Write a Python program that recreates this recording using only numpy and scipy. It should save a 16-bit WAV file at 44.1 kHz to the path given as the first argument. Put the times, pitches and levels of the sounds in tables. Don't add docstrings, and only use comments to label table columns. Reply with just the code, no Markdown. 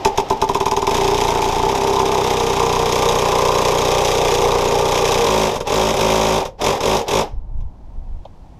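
import sys
import numpy as np
from scipy import signal
from scipy.fft import rfft, irfft
from scipy.io import wavfile

SR = 44100
rng = np.random.default_rng(int(sys.argv[2]) if len(sys.argv) > 2 else 0)


def generate_wav(signal):
    frames = np.transpose(np.atleast_2d(signal))
    scaled = np.clip(frames, -1, 1) * 32767
    pcm = np.round(scaled).astype(np.int16)
    wavfile.write(sys.argv[1], SR, pcm)


N = 378819

# f/Hz, level/dB
GEAR_EQ = [(59, -32.5), (100, -24.5), (425, -9), (617, -13.5), (841, -5.5), (1440, -28), (3580, -28.5),
           (4220, -34.5), (5410, -31.5), (9070, -51), (10900, -52.5), (12600, -49), (14000, -61)]
WIND_EQ = [(8.8, 5.5), (15, 10.5), (32, 4), (55, -1), (130, -18), (151, -41.5), (182, -21.5), (300, -61.5),
           (390, -93), (660, -120)]
AMBIENCE_EQ = [(15, -38), (25, 2), (86, -2), (152, -5), (329, -13), (373, -17), (563, -17.5), (896, -15),
               (1070, -22), (1170, -29.5), (1280, -33), (1800, -44), (2340, -45.5), (3960, -120)]
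STEEL_EQ = [(880, -30), (1500, -4), (1850, -3.5), (2170, 1), (2350, -2), (2560, 3), (2950, -3), (3410, 3.5),
            (3850, -1), (4150, -9), (4480, -7), (4900, -1.5), (5340, -1), (5900, -1.5), (6680, -4.5),
            (7400, -9.5), (8970, -15), (12000, -14.5), (14500, -24), (15500, -55)]
PANEL_EQ = [(120, -41), (200, -3), (269, 4), (301, -63), (377, 14.5), (461, 5), (664, -11.5), (893, 6.5),
            (1010, 22.5), (1600, 11), (2080, -79), (3520, -120)]
SLEEVE_EQ = [(900, 9), (1500, 4), (3000, 0.5), (6000, -4.5), (8500, -11.5), (12000, -16), (15000, -22.5)]
KNOCK_EQ = [(180, -44), (300, -17.5), (649, 3.5), (1050, -3), (1490, -44), (3490, -18), (4900, -32),
            (5300, -35.5), (6680, -36), (12000, -68), (15600, -89), (22000, -120)]
# t/s, half length/s, level/dB
GUSTS = [(7.367, 0.053, -17.5), (7.592, 0.085, -16), (7.829, 0.03, -33), (7.984, 0.072, -25),
         (8.125, 0.078, -23)]
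# t/s, steel level/dB, body level/dB
SINGLE_BLOWS = [(0.0486, 4, 18.5), (0.175, 2.5, 17), (0.3, -2.5, 17), (0.4155, 0, 16), (0.489, -3, 14),
                (0.5458, -0.5, 14), (0.602, -1.5, 14), (0.6568, 1, 14.5), (0.7118, -1.5, 13),
                (0.765, -0.5, 14.5), (0.819, -4.5, 12.5), (0.8683, 1.5, 15), (5.556, -2, 11),
                (5.603, -5, 10), (6.451, -5, 7)]
# f/Hz, t60/s, level/dB
SOCKET_MODES = [(2270, 0.076, -8), (2450, 0.21, -14), (3230, .025, -12), (3410, 0.016, -12),
                (3486, 0.018, -14.5), (3750, 0.011, -6), (3866, .03, -6), (5520, 0.042, -11),
                (6210, 0.03, -15.5), (6633, 0.018, -3)]
# t/s, level/dB
BOUNCE_LEVEL = [(.5, -6), (1.5, 0), (2.6, -5.5), (5.2, 1), (5.6, -2.5)]
# f/Hz, t60/s, lightly loaded level/dB, fully loaded level/dB, level under fast blows/dB
FRAME_MODES = [(274.5, 0.12, -17, -21, -18.5), (375.4, 0.29, -19, -9, -17), (388.2, 0.13, -5, -15.5, -8.5),
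               (416.2, 0.14, -9, -9, -18.5), (467.3, 0.26, -17, -2, -6.5), (511.6, 0.23, -41, -11.5, -10.5),
               (538.3, 0.26, -44, -15, -12.5), (571.4, 0.24, -39, -8.5, -11.5),
               (598, 0.098, -21, -14, -8.5), (696, 0.029, -12.5, -24, -38), (815, 0.44, -13.5, -11, -18),
               (880, 0.14, -3.5, -12, -21), (915.2, 0.19, -9, -8.5, -9), (1006, 0.063, -9, -13, -10),
               (1064, 0.1, -21, -15.5, -17), (1137, 0.067, -24, -15, -16), (1192, 0.09, -19, -13, -21.5),
               (1386, 0.049, -31, -21.5, -20)]
# t/s, half length/s, strength/0-1
BINDS = [(0.615, 0.29, 0.68), (1.997, 0.091, 0.65), (2.702, 0.28, 0.57), (3.44, 0.45, 0.86),
         (4.519, 0.11, 0.68), (5.278, 0.087, 0.48)]
# t/s, half length/s, boost/dB
DRONE_SURGE = [(2.02, 0.22, 2.5)]
# f/Hz, t60/s, level/dB
SWAY_MODES = [(26.7, 0.35, 2.5), (57.4, 0.057, 0), (93, 0.12, -4), (123.7, 0.075, -1), (150.4, 0.12, 1.36),
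              (216.2, 0.16, -0.5)]
# t/s, level/dB
CAM_TICKS = [(.122, -30), (.16, -15), (.247, -31), (.286, -14), (0.372, -17), (.404, -18), (.478, -14),
             (.535, -8)]
# t/s, blow rate/Hz
STUTTER_RATE = [(0.9086, 27.17), (0.94, 30.16), (1.59, 28.4), (1.68, 33.14), (2.1, 32.51), (2.46, 30.69),
                (3.71, 30.03), (3.76, 30.3), (4.57, 29.61), (5.23, 30.48)]
# t/s, level/dB
STUTTER_STEEL = [(.9, 3), (1.2, -0.5), (1.65, -3), (2.1, -0.5), (2.5, 3), (3.3, 5.5), (4.1, 3.5),
                 (4.7, 1.5), (5.2, 4)]
# t/s, swing either way/dB
LUG_SWING = [(1.55, 1.3), (1.75, 2.5), (2.2, 0.8), (2.5, -0.3)]
# t/s, steel gain/dB, clank gain/dB
ACCENTS = [(1.177, 3, -1), (1.279, 0.5, 3.5), (1.415, 0.5, 2), (1.626, -1.5, 3.5), (1.749, 1, 1.5),
           (1.931, 2.5, 1.5), (1.961, 3, 1), (1.991, 2.5, 1), (2.053, 1.5, -2), (2.593, 0.5, 3.5),
           (2.922, 1.5, -3), (2.955, 1, 1), (3.02, 2.5, 1.5), (3.186, 1.5, -0.5), (3.815, -1.5, -1),
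           (4.047, 3, -4), (4.28, 1.5, 2.5), (4.685, -1, -2.5), (4.752, 0.5, -5.5), (5.053, 2, -2)]
# t/s, level/dB
SLEEVE_LEVEL = [(7.5, -67), (7.9, -62.5), (8.5, -59.5)]
# t/s, knock level/dB, knock t60/s, metal tick level/dB
KNOCKS = [(7.573, -64, 0.11, -65), (7.605, -47, 0.083, -58), (8.251, -33, 0.045, -62)]
# start/s, end/s, coasting time/s, body level/dB, steel level/dB
TRIGGER_PULLS = [(5.215, 5.552, 0.096, 13.5, 2), (5.67, 5.934, 0.027, 13.5, 1.5),
                 (5.939, 6.426, 0.069, 14, 2), (6.613, 6.775, 0.098, 15.5, 3),
                 (6.805, 7.009, 0.053, 13.5, 2), (7.082, 7.234, 0.04, 14, 2.5)]

STUTTER_START_S, STUTTER_END_S = STUTTER_RATE[0][0], STUTTER_RATE[-1][0]
SLOW_HZ, FAST_HZ = 29, 54.2
BOUNCE_S, SPRING_S = .0249, .015
SPLIT_HZ = 650
HIT_T = np.arange(SR // 4) / SR


def undb(db):
    return 10 ** (np.asarray(db) / 20)


def curve(table, at):
    return np.interp(at, *np.transpose(table))


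def swells(at, table, height=np.asarray):
    s, half, peak = np.transpose(table)
    return np.exp(-((at[:, None] - s) / half) ** 2) @ height(peak)


def colour(x, eq, size=8192):
    hz, db = np.transpose(eq)
    gain = undb(np.interp(np.log(np.fft.rfftfreq(size, 1 / SR) + 1), np.log(hz), db))
    cepstrum = irfft(np.log(gain))[:size // 2]
    cepstrum[0] /= 2
    response = irfft(np.exp(rfft(2 * cepstrum, size)))
    return signal.fftconvolve(x, response / np.linalg.norm(response))[:len(x)]


def noise(eq):
    return colour(rng.standard_normal(N), eq)


def fade(t60, rise):
    shape = (1 - np.exp(-HIT_T / rise)) * np.exp(-np.log(1000) * HIT_T / t60)
    return shape / np.linalg.norm(shape)


def place(times, sounds):
    out = np.zeros(N + SR)
    for start, sound in zip((np.maximum(times, 0) * SR).astype(int), sounds):
        out[start:start + len(sound)] += sound
    return out[:N]


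def rings(modes, rise):
    return np.array([undb(db) * fade(t60, rise) * np.sin(2 * np.pi * hz * HIT_T)
                     for hz, t60, db in modes])


def repitch(hits, ratios):
    return np.array([np.interp(HIT_T * ratio, HIT_T, hit) for ratio, hit in zip(ratios, hits)])


def noise_hits(s, sizes, envelope, alike=0):
    same, new = rng.standard_normal(len(envelope)), rng.standard_normal((len(s), len(envelope)))
    return place(s, sizes[:, None] * envelope * (np.sqrt(alike) * same + np.sqrt(1 - alike) * new))


def opening(s):
    return s < STUTTER_START_S


def motor(t, lead_s=.042, run_down_db_per_s=267, slow_db=-29, steady_db=-23):
    envelope = np.zeros(N)
    for start, end, *_ in [(-lead_s, STUTTER_END_S), *TRIGGER_PULLS]:
        attack = np.clip(1 + (t - start) / lead_s, 0, 1) ** 2
        release = undb(-run_down_db_per_s * np.maximum(t - end, 0))
        envelope = np.maximum(envelope, attack * release)
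    return noise(GEAR_EQ) * envelope * undb(np.where(opening(t), slow_db, steady_db))


def wind(t, breeze_db=-38.5):
    return noise(WIND_EQ) * (undb(breeze_db) + swells(t, GUSTS, undb))


def hammer(jitter_s=.00008, body_scatter_db=.15, steel_scatter_db=.97):
    s, steel_db, body_db = np.transpose(SINGLE_BLOWS)
    singles = np.c_[s, body_db, steel_db, opening(s)]
    runs = np.vstack([stutter()] + [burst(*pull) for pull in TRIGGER_PULLS])
    runs += rng.standard_normal(runs.shape) * [jitter_s, body_scatter_db, steel_scatter_db, 0]
    s, body_db, steel_db, bounces = np.vstack([singles, runs]).T
    return s, undb(body_db), undb(steel_db), bounces


def socket(s, size, bounces, opening_boost_db=4, clink_scatter_db=4.5, detuning=.025):
    hits = np.r_[s, s + BOUNCE_S + .0005 * rng.standard_normal(len(s))]
    bounce = size * bounces * undb(curve(BOUNCE_LEVEL, s))
    crack_size = np.r_[size * undb(opening_boost_db * opening(s)), bounce]
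    crack_size *= undb(-4 + 1.5 * rng.standard_normal(len(hits)))
    crack = noise_hits(hits, crack_size, fade(t60=.022, rise=.0007), alike=.3)
    ring_size = undb(.54) * np.r_[size, bounce * undb(-7)]
    ring = noise_hits(hits, ring_size, fade(t60=.1, rise=.003), alike=.3)
    scatter_db = clink_scatter_db * rng.standard_normal((len(hits), len(SOCKET_MODES)))
    clink_db = -9 + opening_boost_db * opening(hits)[:, None] + scatter_db
    clinks = (np.r_[size, bounce][:, None] * undb(clink_db)) @ rings(SOCKET_MODES, rise=.001)
    clinks = repitch(clinks, 1 + detuning * rng.standard_normal(len(hits)))
    return colour(crack + ring, STEEL_EQ) + place(hits, clinks)


def load(s, from_s=1.504, takes_s=1.49):
    return np.clip((s - from_s) / takes_s, 0, 1)


def accent(s, reach_s=.012):
    table = np.array(ACCENTS)
    return ((np.abs(s[:, None] - table[:, 0]) < reach_s) @ table[:, 1:]).T


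def frame_levels(s, bind_hz=1017, free_hz=836, width_hz=74):
    hz, _, light_db, loaded_db, fast_db = np.transpose(FRAME_MODES)
    slow_db = light_db + (loaded_db - light_db) * load(s)[:, None]
    base_db = np.where(s[:, None] > STUTTER_END_S, fast_db, slow_db)
    bound, free = (np.exp(-((hz - centre) / width_hz) ** 2) for centre in (bind_hz, free_hz))
    bind_db = swells(s, BINDS)[:, None] * (12 * bound - 4.5 * free)
    clank_db = 2 * opening(s) + accent(s)[1]
    drone_db = swells(s, DRONE_SURGE)
    return base_db + bind_db + np.where(hz > SPLIT_HZ, clank_db[:, None], drone_db[:, None])


def frame_ring(s, size, bounces, band, *, lag_s, rise_s, knock_s, centre_hz, sweep_s_per_hz,
               scatter_rad, scatter_db, spring_db, jitter_s, detuning=.005):
    hz = np.transpose(FRAME_MODES)[0]
    modes = np.array([fade(t60, rise_s) * np.exp(2j * np.pi * f * (HIT_T - knock_s))
                      for f, t60, *_ in FRAME_MODES])
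    slow = opening(s)
    play = np.where(bounces > 0, 1, .55)[:, None]
    smear = play * np.where(slow | (accent(s)[1] > 1), .3, 1)[:, None]
    gains = size[:, None] * undb(frame_levels(s))
    seating, lateness = rng.standard_normal((len(s), 2)).T
    sweep = np.pi * sweep_s_per_hz * load(s)[:, None] * (hz - centre_hz) ** 2
    phase = scatter_rad * smear * rng.standard_normal(gains.shape) - sweep
    struck = gains * undb(scatter_db * play * rng.standard_normal(gains.shape)) * np.exp(1j * phase)
    knocks = repitch((struck[:, band] @ modes[band]).imag, 1 + detuning * play[:, 0] * seating)
    onset = s + lag_s
    spring_size = bounces * undb(spring_db - .5 * slow)
    spring_back = place(onset + SPRING_S + jitter_s * lateness, spring_size[:, None] * knocks)
    hammer_bounce = undb(-17.5) * place(onset[slow] + BOUNCE_S, knocks[slow])
    return place(onset, knocks) + spring_back + hammer_bounce


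def jack(s, size, bounces):
    low = np.transpose(FRAME_MODES)[0] < SPLIT_HZ
    drone = frame_ring(s, size, bounces, low, lag_s=.004 + .003 * (1 - load(s)),
                       rise_s=.0025, knock_s=.0035, centre_hz=470, sweep_s_per_hz=-.00002,
                       scatter_rad=.25, scatter_db=1.3, spring_db=-5.5 + .53 * s, jitter_s=.00015)
    clank = frame_ring(s, size, bounces, ~low, lag_s=.0035,
                       rise_s=.004, knock_s=.0065, centre_hz=1000, sweep_s_per_hz=.000022,
                       scatter_rad=.42, scatter_db=1.8, spring_db=-8, jitter_s=.0003)
    return drone + clank


def car(s, size, rattle_db=-18):
    rattle = colour(noise_hits(s + .005, size, fade(t60=.07, rise=.002), alike=.3), PANEL_EQ)
    sway_size = size * undb(np.where(opening(s), -14, -13))
    sway = place(s + .0045, sway_size[:, None] * rings(SWAY_MODES, rise=.0025).sum(0))
    return undb(rattle_db) * rattle + sway


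def chatter(s, size, earliest_s=.0072, latest_s=.019):
    times = s + rng.uniform(earliest_s, latest_s, len(s))
    sizes = size * undb(-11 + .5 * curve(BOUNCE_LEVEL, s) + rng.standard_normal(len(s)))
    return colour(noise_hits(times, sizes, fade(t60=.084, rise=.0004)), STEEL_EQ)


def reflections(x, wet_db=-14):
    tail = fade(t60=.033, rise=.0074) * rng.standard_normal(len(HIT_T))
    return x + undb(wet_db) * signal.fftconvolve(x, tail)[:N]


def cam():
    s, db = np.transpose(CAM_TICKS)
    return colour(noise_hits(s, undb(db), fade(t60=.044, rise=.00056)), STEEL_EQ)


def strikes(rate_hz):
    count = np.cumsum(rate_hz) / SR
    return np.searchsorted(count, np.arange(np.ceil(count[-1])))


def stutter(body_db=13, strong_lug_s=1.749, bind_duck_db=-3.5):
    t = np.arange(STUTTER_START_S, STUTTER_END_S - .5 / SLOW_HZ, 1 / SR)
    s = t[strikes(curve(STUTTER_RATE, t))]
    lug = np.cos(np.pi * (np.arange(len(s)) - np.argmin(np.abs(s - strong_lug_s))))
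    steel_db = curve(STUTTER_STEEL, s) + bind_duck_db * swells(s, BINDS)
    steel_db += lug * curve(LUG_SWING, s) + accent(s)[0]
    return np.c_[s, np.full(len(s), body_db), steel_db, np.ones(len(s))]


def burst(start, end, coast_s, body_db, steel_db, spin_up_s=.06):
    t = np.arange(start, end, 1 / SR)
    coasting = np.clip(1 - (end - t) / coast_s, 0, 1)
    speed = np.minimum((t - start) / spin_up_s, 1 - coasting)
    hit = strikes(SLOW_HZ + (FAST_HZ - SLOW_HZ) * speed)
    body = body_db - 4 * (1 - speed) - 7.5 * coasting
    steel = steel_db - 2 * (1 - speed) - 7.5 * coasting
    bounces = speed < .5
    return np.c_[t, body, steel, bounces][hit]


def sleeve(t):
    return noise(SLEEVE_EQ) * undb(curve(SLEEVE_LEVEL, t))


def handling():
    s, knock_db, t60s, tick_db = np.transpose(KNOCKS)
    taps = np.array([np.sqrt(SR / 100) * fade(t60, rise=.001) * rng.standard_normal(len(HIT_T))
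                     for t60 in t60s])
    knocks = colour(place(s, undb(knock_db)[:, None] * taps), KNOCK_EQ)
    ticks = colour(place(s, undb(tick_db)[:, None] * taps), STEEL_EQ)
    return knocks + ticks


def scene(ambience_db=-43.5):
    t = np.arange(N) / SR
    s, body, steel, bounces = hammer()
    bright = socket(s, steel, bounces) + chatter(s, steel) + cam()
    weight = jack(s, body, bounces) + car(s, body)
    tool = reflections(bright + weight + motor(t))
    foley = sleeve(t) + handling()
    bed = wind(t) + noise(AMBIENCE_EQ) * undb(ambience_db)
    return (tool + foley + bed)[None]


def record(dry, low_cut_hz=18, ceiling=.78, high_cut_hz=15500):
    x = signal.sosfilt(signal.butter(2, low_cut_hz, "high", fs=SR, output="sos"), dry)
    x = x / (1 + (x / ceiling) ** 8) ** (1 / 8)
    return signal.sosfilt(signal.ellip(8, .2, 70, high_cut_hz, fs=SR, output="sos"), x)


dry = scene()
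out = record(dry)
generate_wav(out)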